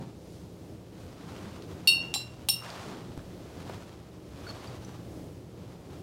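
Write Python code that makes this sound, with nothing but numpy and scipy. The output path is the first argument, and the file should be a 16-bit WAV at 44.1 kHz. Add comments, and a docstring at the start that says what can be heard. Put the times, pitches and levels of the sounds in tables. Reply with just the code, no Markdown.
"""A craft table in a quiet room, one microphone above it.
A paintbrush is tapped three times on the rim of a glass water jar. Each tap lands on another spot,
so the same glass modes ring in a new balance; close pairs beat. A low room echo dies away at the start.
A sleeve swells with each move of the arm, bristles whisper on paper, and hand and brush make small
ticks and bumps. Behind it all: ventilation rumble, mains hum and a low room resonance."""
import sys
import numpy as np
from scipy import signal
from scipy.fft import rfft, irfft, next_fast_len
from scipy.io import wavfile
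from scipy.ndimage import map_coordinates

SR = 44100
rng = np.random.default_rng(int(sys.argv[2]) if len(sys.argv) > 2 else 0)


def waveform_to_disk(signal):
    """Save audio, clipped to [-1, 1], as 16-bit WAV at the path in sys.argv[1]."""
    frames = np.transpose(np.atleast_2d(signal))
    scaled = np.clip(frames, -1, 1) * 32767
    samples = np.round(scaled).astype(np.int16)
    wavfile.write(sys.argv[1], SR, samples)


N = 265570


def jar():
    """Each tap: a contact crack, ringing glass, a shimmer of weak modes and a knock in the handle."""
    # modes of the glass: f/Hz, t60/s, level/dB at each of three rim spots
    modes = [(2729, 0.46, -19, -43, -37), (2762, 0.36, -37, -37, -38), (2816, 0.45, -19.5, -47, -31),
             (3779, 0.25, -22, -46, -33), (3951, 0.25, -47, -32, -38), (4025, 0.2, -43, -24, -38),
             (4388, 0.26, -16, -44, -33), (4582, 0.21, -29, -49, -43), (4678, 0.2, -42, -35, -44),
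             (5285, 0.3, -49, -38, -34), (5410, 0.33, -33, -49, -28), (5459, 0.23, -31, -50, -21),
             (5490, 0.33, -29, -37, -32), (7361, 0.19, -56, -30, -56), (7820, 0.2, -46, -42, -46),
             (8269, 0.17, -33, -54, -40), (8360, 0.16, -29, -41, -50), (8904, 0.16, -28, -44, -22),
             (9043, 0.19, -23, -37, -27), (9803, 0.17, -37, -47, -43), (10930, 0.18, -48, -52, -41),
             (11360, 0.17, -55, -53, -36), (12090, 0.17, -39, -63, -32), (12400, 0.17, -37, -59, -36),
             (12910, 0.2, -43, -62, -41), (13204, 0.17, -33, -55, -38), (14240, 0.17, -51, -59, -43),
             (14690, 0.17, -47, -67, -45)]
    # one tap a spot: t/s, ring/dB, crack/dB, shimmer/dB, shimmer tilt/(dB per octave), knock/dB
    taps = [(1.8737, 1.3, -28, -31, 0, -41), (2.1400, 0.5, -25, -36, 1, -31),
            (2.4873, -0.5, -18, -30, 4, -29.5)]
    # the handle rebounds on the rim: t/s, crack/dB, knock/dB
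    rebounds = [(2.1477, -31, -46), (2.159, -42, -27)]
    out, t = np.zeros(N), np.arange(SR) / SR
    hz, t60, spot_db = np.hsplit(np.array(modes), [1, 2])
    swell = 1 - 0.28 * np.exp(-t / (t60 / 10))  # reflections off table and walls pile up on each note
    for spot, (s, ring_db, crack_db, shimmer_db, tilt_db, knock_db) in enumerate(taps):
        phase = rng.uniform(0, 2 * np.pi, hz.shape)
        # late reflections make each note flutter, the high ones most
        drift = signal.resample(rng.standard_normal((len(hz), 64)), len(t), axis=1)
        flutter = amp(3.7 * np.sqrt(hz / hz.mean()) * drift)
        notes = swell * flutter * fade(t, t60) * np.sin(2 * np.pi * hz * t + phase)
        ring = in_room(amp(ring_db + spot_db[:, spot]) @ notes, wet_db=-19)
        shimmer = amp(shimmer_db) * fade(t, 0.24) * dense_modes(len(t), tilt_db, count=140)
        add(out, s, ring + shimmer + strike(t, crack_db, knock_db))
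    for s, crack_db, knock_db in rebounds:
        add(out, s, strike(t, crack_db, knock_db))
    return out


def dense_modes(size, tilt_db, count):
    """Many weak partials at random pitches, blurred with noise as by the room; rms 1."""
    # colour of the shimmer: f/Hz, relative level/dB
    colour = [(1500, -21), (2300, -1.5), (2900, 7.5), (4400, 7.5), (6600, -4), (9000, 2), (10300, -0.5),
              (12500, -1), (16000, -8)]
    lines = np.zeros(size // 2 + 1, complex)
    place, turn = rng.random((count, 2)).T
    lines[(place * len(lines)).astype(int)] = np.exp(2j * np.pi * turn)
    partials = unit(irfft(lines, size)) + rng.standard_normal(size)
    return coloured(partials, colour, tilt_db)


def strike(t, crack_db, knock_db):
    """Wood meets glass: a short crack and the handle's note, answered by the room."""
    # colour of the crack: f/Hz, relative level/dB
    colour = [(500, -24), (1800, -24), (2500, 4.5), (3600, 11.5), (6000, -2), (12000, -16), (16000, -13)]
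    # modes of the wooden handle: f/Hz, t60/s, level/dB
    handle = [(810, 0.041, -4), (1093, 0.073, -15)]
    crack = amp(crack_db) * fade(t, 0.025) * noise(colour, len(t))
    knock = sum(amp(db) * fade(t, t60) * np.sin(2 * np.pi * hz * t) for hz, t60, db in handle)
    return in_room(crack + amp(knock_db) * knock, wet_db=-14)


def table_contacts():
    """Small contacts on the table: each is one damped resonance, set off by a brief scuff."""
    # light ticks of the brush and small things: t/s, level/dB, f/Hz, t60/s
    ticks = [(1.364, -38, 2500, 0.0021), (1.456, -31.5, 1800, 0.0025), (1.623, -29.5, 3450, 0.0014),
             (2.622, -32, 1280, 0.01), (2.635, -40, 8000, 0.0021), (2.664, -31, 1730, 0.0086),
             (2.703, -29, 5100, .003), (3.193, -35.5, 1600, 0.0028), (3.700, -33, 1275, .003),
             (4.468, -33, 1430, 0.029), (4.469, -39.5, 4444, 0.14), (4.492, -30.5, 4400, 0.078),
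             (4.673, -38, 4680, 0.026), (4.848, -38, 5950, 0.021), (4.893, -35, 810, 0.013)]
    # soft bumps of the hand: t/s, level/dB, f/Hz, t60/s
    bumps = [(1.455, -35.5, 200, 0.2), (2.922, -37, 260, 0.058), (2.982, -40, 210, 0.029),
             (3.177, -22, 174, 0.0058), (3.697, -25, 397, 0.016), (3.746, -27, 111, 0.072)]
    out, t = np.zeros(N), np.arange(SR // 2) / SR
    for contacts, scuff_db, wet_db in [(ticks, -9.5, -7), (bumps, -5.5, -5)]:
        for s, db, hz, t60 in contacts:
            colour = [(hz / 10, -24), (hz, 0), (hz * 2, -17), (hz * 10, -50)]
            scuff = amp(scuff_db) * noise(colour, len(t)) * fade(t, 0.01)
            attack = 1 - np.exp(-20 * t / t60)
            tone = attack * fade(t, t60) * np.sin(2 * np.pi * hz * t)
            add(out, s, in_room(amp(db) * (tone + scuff), wet_db))
    return out


def sleeve_and_echo():
    """A low room echo dies away; then cloth slides: rushing, catching fibres over low flapping folds."""
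    # first row the opening echo, the rest moves of the arm:
    # t/s at the peak, rise/s, fall/s, rustle/dB, low band/dB
    swells = [(0.01, 0.056, 0.092, -57, -41.5), (1.42, 0.34, 0.23, -53, -47.5),
              (2.08, 0.66, 0.34, -54.5, -48.5), (2.68, 0.078, 0.25, -45.5, -62),
              (2.92, 0.17, 0.19, -53.5, -43), (3.68, 0.3, 0.31, -53, -51), (4.52, 0.17, 0.22, -49.5, -57),
              (4.7, 0.1, 0.13, -52.5, -45.5), (4.92, 0.08, 0.088, -53.5, -51.5),
              (5.64, 0.19, 0.3, -61.5, -51), (5.97, 0.19, 0.14, -62, -49)]
    # colour of sliding cloth: f/Hz, relative level/dB
    cloth = [(250, -15.5), (550, 5.5), (1200, 3.5), (2000, -7), (4500, -18), (7000, -24.5), (11000, -33),
             (15500, -40)]
    rest_db, brisk_db = -73.5, -50.5  # rustle of the arm at rest and in a brisk move
    hiss_db, hiss_growth, hiss_hz = -55, 0.86, 3000  # level when brisk, dB per dB of rustle, crossover
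    catches_per_s, catch_strength = 280, 0.45  # fibres that snag and let go
    rustle_power, low_power = amp(rest_db) ** 2, 0
    for s, rise, fall, rustle_db, low_db in swells:
        envelope = glide(s, rise, fall)
        rustle_power += (amp(rustle_db) * envelope) ** 2
        low_power += (amp(low_db) * envelope) ** 2
    rustle_gain = np.sqrt(rustle_power)
    hiss_gain = amp(hiss_db) * (rustle_gain / amp(brisk_db)) ** hiss_growth
    catches = unit((rng.random(N) < catches_per_s / SR) * rng.standard_normal(N))
    fibres = (rng.standard_normal(N) + catch_strength * catches) * amp(1.6 * wobble(45))
    highpass = lambda hz: 1 / (1 + (hiss_hz / (hz + 1)) ** 4)
    rustle = unit(filtered(fibres, lambda hz: amp(along(cloth, hz)) * (1 - highpass(hz))))
    hiss = unit(filtered(fibres, lambda hz: amp(along(cloth, hz)) * highpass(hz)))
    low_band = noise([(50, -26), (150, 2), (400, -5.5), (900, -16), (3000, -73)], N)
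    return rustle_gain * rustle + hiss_gain * hiss + np.sqrt(low_power) * low_band


def bristles():
    """Wet bristles whisper over paper, louder the faster they slide."""
    # brush strokes: t/s at full speed, rise/s, fall/s, level/dB
    strokes = [(0.36, 0.26, 0.14, -63.5), (1.01, .015, 0.035, -64)]
    # colour of bristles on paper: f/Hz, relative level/dB
    paper = [(1000, -27), (2500, -2), (4500, 4.5), (9500, -3), (15500, -22)]
    gain = sum(amp(db) * glide(s, rise, fall) for s, rise, fall, db in strokes)
    return gain * noise(paper, N)


def room_tone():
    """Ventilation rumble with mains hum and a low room resonance, all slightly unsteady."""
    # colour of the rumble: f/Hz, relative level/dB
    air = [(25, -27), (36, -21), (55, -9.5), (90, 0.5), (140, -6.5), (175, -3.5), (230, -10), (310, -6),
           (400, -9), (600, -15.5), (900, -25.5), (1600, -34.5), (5000, -36.5), (10000, -42.5),
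           (15800, -46)]
    # mains hum, then the room resonance: f/Hz, level/dB
    tones = [(120, -56.5), (174, -60)]
    rumble = amp(-47 + 1.8 * wobble(5.82)) * noise(air, N)
    hum, t = np.zeros(N), np.arange(N) / SR
    for hz, db in tones:
        rms = amp(db + 2.9 * wobble(4.63))
        hum += rms * np.sqrt(2) * np.sin(2 * np.pi * hz * t + 0.4 * wobble(6))
    return rumble + hum


def in_room(sound, wet_db):
    """The direct sound at the microphone plus a short diffuse tail from the walls."""
    # decay of the room: f/Hz, t60/s
    walls = [(200, 0.32), (3000, 0.36), (8000, 0.42), (15000, 0.39)]
    hz, t, spectra = signal.stft(rng.standard_normal(SR // 2), SR, nperseg=256)
    tail = signal.istft(spectra * fade(t, along(walls, hz)[:, None]), SR, nperseg=256)[1]
    tail *= 1 - np.exp(-np.arange(len(tail)) / SR / 0.0029)  # the reflections build up
    return sound + amp(wet_db) * signal.fftconvolve(sound, tail / np.linalg.norm(tail))[:len(sound)]


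def glide(s, rise, fall):
    """One swell, 0-1: it builds up to its peak at s seconds and eases off."""
    shape = 1.2  # 1 = pointed swell, 2 = rounded bell
    t = np.arange(N) / SR - s
    return np.exp(-np.abs(t / np.where(t < 0, rise, fall)) ** shape)


def amp(db):
    """Decibels to gain."""
    return 10 ** (np.asarray(db) / 20)


def unit(x):
    """Scale to rms 1."""
    return x / np.sqrt(np.mean(x ** 2) + 1e-20)


def along(points, hz):
    """Read (f/Hz, value) points at hz, on a log frequency axis."""
    freqs, values = np.transpose(points)
    return np.interp(np.log(hz + 1), np.log(freqs), values)


def fade(t, t60):
    """Exponential decay, 60 dB down after t60 seconds."""
    return np.exp(-np.log(1000) * t / t60)


def filtered(x, response):
    """Filter x with a gain given as a function of frequency."""
    size = next_fast_len(len(x) + SR // 4)
    return irfft(rfft(x, size) * response(np.fft.rfftfreq(size, 1 / SR)), size)[:len(x)]


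def coloured(x, colour, tilt_db=0):
    """Shape x by (f/Hz, level/dB) points, tilted by tilt_db an octave; rms 1."""
    return unit(filtered(x, lambda hz: amp(along(colour, hz) + tilt_db * np.log2(hz + 1))))


def noise(colour, size):
    """Noise shaped by (f/Hz, level/dB) points; rms 1."""
    return coloured(rng.standard_normal(size), colour)


def wobble(rate):
    """A smooth random curve, rate knots a second."""
    knots = rng.standard_normal(int(N * rate / SR) + 4)
    return map_coordinates(knots, [np.arange(N) * rate / SR])


def add(track, s, sound):
    """Mix a sound into the track at s seconds."""
    part = track[round(s * SR):][:len(sound)]
    part += sound[:len(part)]


def scene():
    """Everything at one microphone over the table."""
    return (table_contacts() + jar() + sleeve_and_echo() + bristles() + room_tone())[None]


def record(dry):
    """The recorder keeps nothing above its band limit."""
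    top_hz = 15850
    return np.array([filtered(channel, lambda hz: hz < top_hz) for channel in dry])


dry = scene()
out = record(dry)
waveform_to_disk(out)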